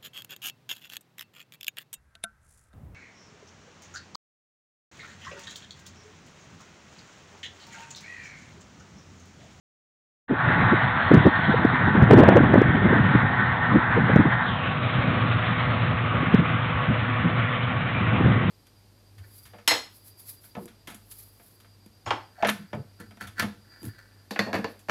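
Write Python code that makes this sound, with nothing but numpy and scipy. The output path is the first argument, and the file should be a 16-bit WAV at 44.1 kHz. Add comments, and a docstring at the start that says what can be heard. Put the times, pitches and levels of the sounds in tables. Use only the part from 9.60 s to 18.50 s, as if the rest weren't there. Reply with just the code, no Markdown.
"""A forage harvester roars across a distant stubble field beside a tractor and trailer; both diesels drone.
Its chopper and blower make broadband noise, its exhaust harmonics, its cutter drum and drive train whines.
A hand cupped near the microphone makes the roar honk, then slides away with a short swoosh.
Gusts buffet the small camera's microphone with short eddies, and the strongest ones overload it."""
import sys
import numpy as np
from scipy import signal
from scipy.fft import rfft, irfft, next_fast_len
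from scipy.io import wavfile
from scipy.ndimage import uniform_filter1d, map_coordinates

SR = 44100
rng = np.random.default_rng(int(sys.argv[2]) if len(sys.argv) > 2 else 0)


def digitize_waveform(pressure):
    """Quantize a signal to 16-bit integers and store it at the path in sys.argv[1].

    Rows of a 2-D input are taken as channels; values are limited to [-1, 1].
    """
    field = np.atleast_2d(pressure).T
    bounded = np.clip(field, -1, 1)
    quanta = np.round(bounded * 32767).astype(np.int16)
    wavfile.write(sys.argv[1], SR, quanta)


N = 392490
TIME_S = np.arange(N) / SR
FIRING_HZ = 123.8  # the harvester's diesel
BREEZE_DB = -32.5  # wind level between gusts
OPEN_S = 0.68  # the microphone opens


def amp(db):
    """Amplitude ratio of a level in decibels."""
    return 10 ** (np.asarray(db) / 20)


def unit(x):
    """Normalisation to rms 1."""
    return x / np.sqrt(np.mean(x ** 2) + 1e-20)


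def envelope(rows):
    """Amplitude envelope through (time_s, level_db) points."""
    return amp(np.interp(TIME_S, *np.transpose(rows)))


def swells(base_db, rows):
    """Powers add: the level in dB of a steady base plus Gaussian swells."""
    extra = sum(amp(db) ** 2 * np.exp(-((TIME_S - s) / length) ** 2) for s, db, length in rows)
    return 10 * np.log10(amp(base_db) ** 2 + extra)


def along(points, hz):
    """Interpolation of (frequency_hz, level_db) points on a log-frequency axis."""
    f, db = np.transpose(points)
    return np.interp(np.log(hz + 1), np.log(f), db)


def bell(hz, centre, width):
    """A Gaussian of height 1 on the log-frequency axis."""
    return np.exp(-(np.log((hz + 1) / centre) / width) ** 2)


def wobble(rate_hz):
    """Slow random modulation: a spline through rate_hz knots a second."""
    knots = rng.standard_normal(int(N * rate_hz / SR) + 4)
    return map_coordinates(knots, [TIME_S * rate_hz])


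def filtered(x, response):
    """Linear filtering: the spectrum times a frequency response."""
    m = next_fast_len(len(x) + 8192)
    return irfft(rfft(x, m) * response(np.fft.rfftfreq(m, 1 / SR)), m)[:len(x)]


def noise(spectrum):
    """Coloured noise of rms 1, silent above the spectrum's last point."""
    white = rng.standard_normal(N)
    return unit(filtered(white, lambda hz: amp(along(spectrum, hz)) * (hz < spectrum[-1][0])))


def whine(centre_hz, width_hz):
    """A narrow resonance driven by noise gives a rough pitch, at rms 1."""
    white = rng.standard_normal(N)
    return unit(filtered(white, lambda hz: 1 / (1 + ((hz - centre_hz) / width_hz) ** 2)))


def far(x, patchy_db):
    """Frequency-selective fading: moving air makes each band swell and fade on its own."""
    bands = signal.stft(x, nperseg=1024)[2]
    fading = uniform_filter1d(rng.standard_normal(bands.shape), size=9, axis=0)
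    fading = unit(uniform_filter1d(fading, size=8, axis=1))
    return unit(signal.istft(bands * amp(patchy_db * fading), nperseg=1024)[1][:N])


def tone(hz, fading_db, smear_rad):
    """Scintillation: a distant tone of rms 1 flutters in amplitude and phase on its way."""
    phase = 2 * np.pi * np.cumsum(hz) / SR + smear_rad * wobble(14)
    return unit(amp(fading_db * np.tanh(wobble(9))) * np.sin(phase))


def wind(wind_db):
    """Turbulence rumbles at the microphone port; faster air adds smaller, higher swirls."""
    # spectrum of the large swirls: frequency_hz, density_db
    rumble_spectrum = [(20, -19), (45, -11.5), (70, -5.5), (110, 6), (170, 2.5), (250, -6.5), (350, -13.5),
                       (500, -23), (1000, -45.5)]
    # spectrum of the fine swirls: frequency_hz, density_db
    flutter_spectrum = [(100, -12.5), (220, 3), (330, -4), (500, -6.5), (800, -9), (1400, -19.5),
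                        (3500, -29.5)]
    gust_db = wind_db - BREEZE_DB
    lumps = np.tanh(wobble(30))
    rumble = unit(amp(3.4 * lumps) * noise(rumble_spectrum))
    flutter = unit(amp(lumps + 6.4 * np.tanh(wobble(45))) * noise(flutter_spectrum))
    return amp(-30 + 0.85 * gust_db) * rumble + amp(-44 + 1.464 * gust_db) * flutter


def eddies(rows):
    """Each eddy is a pressure transient: uneven swings that rise fast, die slower and shed finer swirls."""
    out = np.zeros(N + SR)
    t = np.arange(-SR // 8, SR // 8) / SR
    for centre_s, db, pitch_hz, length_s in rows:
        unrest = unit(filtered(rng.standard_normal(len(t)), lambda hz: np.exp(-(hz / pitch_hz) ** 2)))
        swing_hz = pitch_hz * (1 + 0.55 * np.tanh(unrest))
        phase = 2 * np.pi * (np.cumsum(swing_hz) / SR + rng.random())
        swirls = unit(filtered(rng.standard_normal(len(t)), lambda hz: bell(hz, 1.4 * pitch_hz, 0.88)))
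        swell = np.exp(-(t / (length_s * np.where(t < 0, 0.55, 1.02))) ** 2)
        pressure = 0.65 * np.sin(phase) + 0.16 * amp(0.69 * db) * swirls
        out[round((centre_s + t[0]) * SR):][:len(t)] += amp(db) * swell * pressure
    return out[:N]


def small_eddies(wind_db, per_s=12):
    """Turbulence brings eddies at random: the stronger the wind, the harder, higher and shorter."""
    slots_s = np.arange(OPEN_S, N / SR, 1 / per_s)
    time_scatter, level_scatter, pitch_scatter = rng.uniform(-1, 1, size=(len(slots_s), 3)).T
    centre_s = slots_s + time_scatter / per_s / 2
    local_db = np.interp(centre_s, TIME_S, wind_db)
    level_db = np.minimum(local_db + 11 + 3 * level_scatter, -7)
    pitch_hz = 148 * 2 ** (0.045 * (local_db - BREEZE_DB) + 0.35 * pitch_scatter)
    length_s = 2.2 / pitch_hz  # 2.2 cycles
    return eddies(zip(centre_s, level_db, pitch_hz, length_s))


def hard_eddies():
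    """The largest pressure swings of the turbulence strike the microphone as separate thumps."""
    # strong eddies: centre_s, level_db, pitch_hz, length_s
    thumps = [(0.714, -2, 270, .025), (1.126, -6.5, 250, .018), (1.515, -2, 290, .011),
              (1.544, -0.3, 245, .016), (1.576, 0, 191.4, .007), (1.664, -1, 245, 0.02),
              (1.891, -8, 210.7, 0.013), (1.944, -8.5, 370, 0.0062), (2.052, .5, 210, 0.0049),
              (2.38, -5.5, 150.4, 0.011), (2.429, -.5, 159, 0.012), (2.511, 1.5, 609, .004),
              (2.536, 0.5, 280, 0.015), (2.585, -1.5, 340, 0.033), (2.636, 1, 560, 0.0028),
              (2.688, 1.2, 480, .0045), (2.764, -1.5, 400, .018), (2.807, -2.5, 200, 0.0067),
              (2.94, -2, 370, .005), (2.958, -1.5, 330, .006), (2.982, -.5, 210, 0.01),
              (3.018, 0.5, 320, .0035), (3.255, -6.5, 220, 0.017), (3.33, -7, 340, 0.0074),
              (3.555, -3.5, 185, 0.0098), (4.155, -7, 215, .03), (4.377, -11, 320, 0.019),
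              (4.497, -13, 450, .007), (4.563, 1.3, 220, .006), (4.595, -5.5, 195, .025),
              (4.66, -8.5, 199.2, 0.015), (6.744, 1, 160, .008), (6.795, -7.5, 160, .019),
              (7.298, -11, 158.9, 0.028), (7.658, -9, 144.1, 0.019), (8.66, -8.5, 160, 0.05)]
    return eddies(thumps)


def past_hand(x, slide_s=4.82, time_constant_s=0.12):
    """Cavity resonance in a cupped palm colours sound; as it opens, a notch and a peak slide down."""
    # response of the palm's hollow: frequency_hz, gain_db
    hollow = [(250, -2.5), (500, -4), (700, 2), (900, 9.5), (1170, -0.5), (1500, 8), (1750, 7.5),
              (2000, 5.5), (2300, -1), (2750, -5), (3300, -1), (4000, -0.5)]
    cupped_hz, open_hz = 2900, 1600
    hz, t, bands = signal.stft(x, SR, nperseg=512)
    hz = hz[:, None]
    cupping = np.exp(-np.maximum(t - slide_s, 0) / time_constant_s)
    notch_hz = open_hz + (cupped_hz - open_hz) * cupping
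    depth_db = 1.5 * cupping + 6.5 * np.sin(np.pi * cupping)  # deepest in mid slide
    ripple = bell(hz, 1.45 * notch_hz, width=0.19) - bell(hz, notch_hz, width=0.39)
    gain_db = cupping * along(hollow, hz) + depth_db * ripple
    return signal.istft(bands * amp(gain_db), nperseg=512)[1][:N]


def squeak(centre_s=8.37, half_length_s=0.025):
    """A short burst of narrow-band noise is heard as a rough squeak from the machines."""
    swell = np.exp(-((TIME_S - centre_s) / half_length_s) ** 2)
    return amp(-31) * swell * whine(2350, width_hz=82)


def tractor(firing_hz=113.1):
    """The tractor's firing note lies close to the harvester's, so the two interfere and beat."""
    # course of the drone: time_s, level_db
    drone_levels = [(0.7, -40.5), (5.1, -42), (5.7, -30), (7.9, -31.5), (8.9, -28.5)]
    pitch_hz = firing_hz * (1 + 0.002 * wobble(2))
    return envelope(drone_levels) * tone(pitch_hz, fading_db=1.5, smear_rad=0.25)


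def cutter(firing_hz, pitch_hz=1826, rough_share=0.45):
    """The drum's tone is proportional to engine speed; passing crop adds narrow-band noise."""
    # swells of the whine, relative to the roar: centre_s, level_db, half_length_s
    surges = [(1.82, -8.5, 0.13), (3.754, -10.5, .38)]
    clean = np.sqrt(1 - rough_share) * tone(pitch_hz * firing_hz / FIRING_HZ, fading_db=3, smear_rad=1)
    rough = np.sqrt(rough_share) * whine(pitch_hz, width_hz=15)
    return amp(swells(base_db=-17, rows=surges)) * (clean + rough)


def harvester():
    """Periodic firing gives exhaust harmonics and modulates the chopper's roar, amid whines and hiss."""
    # spectrum of the chopper: frequency_hz, density_db
    chopper_spectrum = [(200, -7), (430, -7.5), (640, 0.5), (900, -3.5), (1170, 3), (1400, 1), (1650, -1),
                        (1950, -0.5), (2500, -4.5), (3000, -8), (3600, -12.5), (4000, -25), (4500, -41)]
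    # exhaust partials, relative to the roar: harmonic_number, level_db
    harmonics = [(1, -7.5), (2, -11), (4, -15), (5, -23.5), (6, -21.5), (7, -20), (8, -23), (9, -17.5),
                 (10, -20), (11, -17.5)]
    # drive train resonances, relative to the roar: pitch_hz, width_hz, level_db
    resonances = [(1513, 4.6, -16.5), (1121, 13, -12.5), (1240, 29, -20.5)]
    # course of the roar: time_s, level_db
    roar_levels = [(0.7, -28), (1.05, -26), (1.4, -28.5), (2.9, -29), (3.6, -29), (6.1, -28.5),
                   (8.9, -29.5)]
    # spectrum of the blower: frequency_hz, density_db
    blower_spectrum = [(2200, -23.5), (3000, -1.5), (3500, 0.5), (3800, -1), (4200, -14.5), (4600, -32.5)]
    # course of the blower's hiss: time_s, level_db
    hiss_levels = [(0.7, -47.5), (1.9, -40.5), (2.3, -48), (4.4, -51.5), (5.2, -46.5), (6.1, -44),
                   (6.4, -52), (8.9, -56.5)]
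    firing_hz = FIRING_HZ * (1 + 0.001502 * wobble(3))
    throb = 1 + 0.12 * np.sin(2 * np.pi * np.cumsum(firing_hz) / SR)
    churn = amp(1.1 * wobble(40))
    chopper = throb * churn * far(noise(chopper_spectrum), patchy_db=1.49)
    exhaust = sum(amp(db) * tone(k * firing_hz, fading_db=2, smear_rad=0.5) for k, db in harmonics)
    drive = sum(amp(db) * whine(hz, width) for hz, width, db in resonances)
    hiss = envelope(hiss_levels) * churn * far(noise(blower_spectrum), patchy_db=3)
    return envelope(roar_levels) * (chopper + exhaust + drive + cutter(firing_hz)) + hiss


def scene():
    """Superposition: distant machines, filtered by the hand, add to the wind at the microphone."""
    # gusts of wind: centre_s, level_db, half_length_s
    gusts = [(0.979, -25, .13), (1.58, -24.5, .09), (1.97, -25, .12), (2.331, -23.5, .14),
             (2.633, -14.5, .16), (3.194, -21.5, .36), (4.159, -24.5, .06), (4.518, -23, .12),
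             (5.55, -27, .16), (6.652, -27, .17), (8.698, -24, .23)]
    wind_db = swells(BREEZE_DB, gusts)
    machines = past_hand(harvester() + tractor() + squeak())
    return (machines + wind(wind_db) + hard_eddies() + small_eddies(wind_db))[None]


def record(dry):
    """A band-limited microphone opens late, fades in and saturates on the strongest eddies."""
    ramp_s, fade_s, fade_db = 0.014, 0.17, -11.5
    low_hz, high_hz, top_hz = 61.3, 4400, 15800
    since_s = TIME_S - OPEN_S
    gate = np.clip(since_s / ramp_s, 0, 1)
    fade = amp(fade_db * np.clip(1 - since_s / fade_s, 0, 1))
    narrow = filtered(dry[0] * gate * fade,
                      lambda hz: 1 / np.sqrt((1 + (hz / high_hz) ** 60) * (1 + (low_hz / (hz + 1)) ** 6)))
    clipped = np.clip(narrow, -0.71, 0.71)
    return filtered(clipped, lambda hz: hz < top_hz)[None]


dry = scene()
out = record(dry)
digitize_waveform(out)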